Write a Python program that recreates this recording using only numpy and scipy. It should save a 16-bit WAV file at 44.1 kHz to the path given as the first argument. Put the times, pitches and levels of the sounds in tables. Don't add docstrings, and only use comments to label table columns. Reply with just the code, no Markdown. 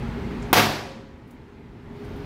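import sys
import numpy as np
from scipy import signal
from scipy.io import wavfile
from scipy.ndimage import uniform_filter1d

SR = 44100
rng = np.random.default_rng(int(sys.argv[2]) if len(sys.argv) > 2 else 0)


def store_pcm(level_fs):
    pcm = np.round(np.clip(level_fs, -1, 1) * 32767).astype(np.int16)
    wavfile.write(sys.argv[1], SR, np.atleast_2d(pcm).T)


def convert_level_to_amplitude(level_db):
    exponent = np.asarray(level_db, float) / 20
    return 10 ** exponent


N = 99225
BURST_S = 0.529

# f/Hz, level per Hz/dB
AIR_COLOUR = [(18, -24), (40, -2.5), (150, -4), (300, -8.5), (600, -20), (2200, -27), (8000, -51),
              (14000, -60.5)]
# f/Hz, width/Hz, level/dB
FAN_HUMS = [(116, 36, -43.5), (235.7, 50, -37.5), (401, 45, -43.5), (855, 200, -50), (12900, 4600, -74.5)]
# f/Hz, level/dB
BLADE_TONE = [(409.1, -45)]
# f/Hz, width/Hz, level/dB
SLEEVE = [(4200, 2000, -60.5), (13000, 5000, -70)]
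# f/Hz, level/dB
TRAY_RING = [(538.3, -50)]
# f/Hz, width/Hz, level/dB
FLAME_BANDS = [(60, 20, -41), (900, 490, -52), (2140, 170, -57), (3860, 1800, -61.5)]
# t/s, level/dB, f/Hz, length/s, band ratio/1
SCRAP_TICKS = [
    (.421, -52, 6200, .012, 1.25),
    (1.2745, -54, 12000, .003, 1.3),
    (1.307, -46.5, 11260, 0.0083, 2.5),
    (2.0457, -52.5, 7000, .003, 1.7),
    (2.162, -58, 12500, .003, 1.2),
]
# f/Hz, level per Hz/dB
TAIL_COLOUR = [(70, -19), (200, -7.5), (750, -4.5), (2000, -9), (5000, -14), (8800, -27.5), (13500, -19),
               (16000, -23.5)]
# f/Hz, T60/s
ROOM_DECAY = [(100, 1), (300, 0.84), (1000, 0.74), (4000, 0.71), (8000, 0.66), (14000, 0.43)]
# delay/s, lift/dB, width/s
WALL_CLUSTERS = [(0.028, 1, .008), (0.056, 1, 0.0067), (0.071, 2, .006), (0.111, 0.5, 0.021),
                 (.15, -1, .012), (.185, -0.5, 0.0081)]
# f/Hz, level/dB, T60/s, rise/s
ROOM_MODES = [(105.2, -7.5, 0.81, 0.026), (150.3, -11.5, 0.96, 0.036), (216.4, -7, 0.78, .03),
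              (284.6, -12.5, .7, 0.016), (392, -10, .8, 0.012), (637, -21, 0.44, .03),
              (721, -5.5, 0.66, 0.026), (743, -17, 0.36, 0.033), (866, -7, 0.44, 0.024),
              (973, -21.5, 1.3, 0.18), (1034, -11.5, 0.26, 0.022), (1142, -18.5, 0.85, 0.019)]
# delay/s, level/dB, sign/1
NEAR_BOUNCES = [(.00038, -8, -1), (.0008, -9, 1), (.00125, -2, -1), (.0016, -5, -1), (.0033, -5, 1),
                (.0047, -7, 1), (.0053, -7, -1), (.006, -6, 1), (.0072, -6, -1)]


def evened(x):
    return x / np.sqrt(np.mean(x ** 2) + 1e-20)


def read(points, hz):
    f, value = np.transpose(points)
    return np.interp(np.log(hz + 1), np.log(f + 1), value)


def add(mix, start_s, sound):
    part = mix[round(start_s * SR):][:len(sound)]
    part += sound[:len(part)]


def patchy(shape, bins, frames):
    smooth = uniform_filter1d(rng.standard_normal(shape), size=bins, axis=0)
    return evened(uniform_filter1d(smooth, size=frames, axis=1))


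def resonate(x, hz, width_hz):
    turn = np.exp(2j * np.pi * hz * np.arange(len(x)) / SR)
    r = np.exp(-np.pi * width_hz / SR)
    return 2 * (turn * signal.lfilter([1 - r], [1, -r], x / turn)).real


def fuzzy(table):
    total = np.zeros(N)
    for hz, width_hz, db in table:
        once = resonate(rng.standard_normal(N), hz, width_hz)
        total += convert_level_to_amplitude(db) * evened(resonate(once, hz, width_hz))
    return total


def room_air():
    hz = np.fft.rfftfreq(2048, 1 / SR)
    shape = (len(hz), N // 512 + 5)
    noise = rng.standard_normal(shape) + 1j * rng.standard_normal(shape)
    level_db = read(AIR_COLOUR, hz)[:, None] + 1.1 * patchy(shape, 12, 6)
    air = signal.istft(noise * convert_level_to_amplitude(level_db), nperseg=2048, noverlap=1536)[1][:N]
    return convert_level_to_amplitude(-32) * evened(air)


def fan():
    t = np.arange(N) / SR
    hz, db = BLADE_TONE[0]
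    level = convert_level_to_amplitude(db + 5) * np.clip((t - 1.69) / 0.3, 0.3, 1)
    return fuzzy(FAN_HUMS) + np.sqrt(2) * level * np.sin(2 * np.pi * hz * t)


def rustle():
    return fuzzy(SLEEVE) * np.clip((np.arange(N) / SR - 1.91) / 0.054, 0, 1)


def tray_ring():
    t = np.arange(N) / SR
    hz, db = TRAY_RING[0]
    late = t - 0.89
    rise = np.exp(-(np.minimum(late, 0) / 0.04) ** 2)
    fall = convert_level_to_amplitude(db + 17.5 - 60 * np.maximum(late, 0) / 1.1)
    return np.sqrt(2) * rise * fall * np.sin(2 * np.pi * hz * t)


def flame():
    return fuzzy(FLAME_BANDS) * np.clip((BURST_S - np.arange(N) / SR) / 0.01 + 1, 0, 1)


def tick(level_db, hz, length_s, ratio):
    t = np.arange(3000) / SR
    tail = convert_level_to_amplitude(-7) * np.exp(-(t - length_s) / 0.029)
    shape = np.where(t < length_s, np.minimum(t / 0.0005, 1), tail)
    edges_hz = np.clip([hz / ratio, hz * ratio], 100, SR / 2.2)
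    band = signal.butter(2, edges_hz, "band", fs=SR, output="sos")
    return convert_level_to_amplitude(level_db) * shape * evened(signal.sosfilt(band, rng.standard_normal(3000)))


def gust():
    length_s, hz = 0.034, 54.3
    t = np.arange(0, length_s, 1 / SR)
    return convert_level_to_amplitude(-12) * np.sin(np.pi * t / length_s) * np.sin(2 * np.pi * hz * t)


def reflections():
    taps = rng.standard_normal(2 * SR) * convert_level_to_amplitude(0.27 * rng.exponential(1, 2 * SR))
    hz, frame_s, z = signal.stft(taps, SR, nperseg=512)
    level_db = read(TAIL_COLOUR, hz)[:, None] + 1.0 * patchy(z.shape, 8, 3)
    level_db = level_db - 60 * frame_s / read(ROOM_DECAY, hz)[:, None]
    tail = signal.istft(z * convert_level_to_amplitude(level_db), SR, nperseg=512)[1][:2 * SR]
    t = np.arange(2 * SR) / SR
    early = convert_level_to_amplitude(-6.5 - 60 * t / 0.4)
    tail = tail / np.sqrt(np.mean(tail[:2000] ** 2)) * (1 + early)
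    lift_db = sum(db * np.exp(-((t - delay) / width) ** 2) for delay, db, width in WALL_CLUSTERS)
    return tail * convert_level_to_amplitude(lift_db)


def echoes():
    t = np.arange(2 * SR) / SR
    tail = reflections()
    for hz, db, t60, rise_s in ROOM_MODES:
        swell = convert_level_to_amplitude(db - 60 * t / t60) * (1 - np.exp(-(t / rise_s) ** 2))
        tail = tail + swell * np.sin(2 * np.pi * (hz * t + rng.random()))
    return convert_level_to_amplitude(-1) * tail * np.clip(t / 0.0023 - 0.5, 0, 1)


def rubber_crack(t):
    u = np.maximum(t - 0.0004, 0) / 0.003
    tear = evened(resonate(rng.standard_normal(len(t)), 14300, 2000))
    shreds = evened(resonate(rng.standard_normal(len(t)), 3300, 2500))
    return (convert_level_to_amplitude(5) * tear + convert_level_to_amplitude(-0.5) * shreds) * np.minimum(8 * u, 1) * np.exp(-u)


def pressure_step(t):
    step_s, level_db = 0.00011, 17
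    out = np.zeros(len(t))
    for delay, db, sign in [(0, 0.012, 1)] + NEAR_BOUNCES:
        u = np.maximum(t - delay, 0) / step_s
        pulse = u ** 2 * (1 - 0.15 * u) * np.exp(2 - 1.1 * u) / 4
        out += sign * convert_level_to_amplitude(level_db + db) * pulse
    return out


def burst():
    t = np.arange(2000) / SR
    thump = np.sin(2 * np.pi * 330 * t + 1.4) * convert_level_to_amplitude(-6.5 - 60 * t / 0.02)
    return pressure_step(t) + rubber_crack(t) + thump


def scene():
    mix = room_air() + fan() + rustle() + tray_ring() + flame()
    for start_s, *settings in SCRAP_TICKS:
        add(mix, start_s, tick(*settings))
    add(mix, BURST_S + 0.0037, gust())
    add(mix, BURST_S, echoes())
    add(mix, BURST_S, burst())
    return mix[None]


def top_cut(x):
    return signal.sosfilt(signal.butter(12, 16970, fs=SR, output="sos"), x)


def record(dry):
    duck_db, settle_db = -13, -4
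    since = np.arange(N) / SR - BURST_S
    back = np.clip((since - 1.183) / 0.48, 0, 1)  # wait, then return, s
    slow_db = duck_db * np.clip(since / 0.025, 0, 1)
    slow_db = slow_db + (settle_db - duck_db) * back ** 2 * (3 - 2 * back)
    x = dry * convert_level_to_amplitude(slow_db)

    ceiling_db, release_db_per_s, look_s = -9.3, 400, 0.004
    power_db = 10 * np.log10(abs(uniform_filter1d(x[0] ** 2, size=200)) + 1e-12)
    fall = np.arange(N) * release_db_per_s / SR
    held_db = np.maximum.accumulate(power_db + fall) - fall
    over_db = np.maximum(held_db - ceiling_db, 0)
    over_db = np.maximum(over_db, np.roll(over_db, -round(look_s * SR)))
    x = x / convert_level_to_amplitude(uniform_filter1d(over_db, size=120))

    x = 1.6 * np.tanh(x / 1.6)
    x = signal.sosfilt(signal.butter(2, 25, "high", fs=SR, output="sos"), x)
    top_edge = signal.firwin(301, 15800, window=("kaiser", 7), fs=SR)
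    x = signal.oaconvolve(x, top_edge[None], "same")
    return top_cut(x)


dry = scene()
out = record(dry)
store_pcm(out)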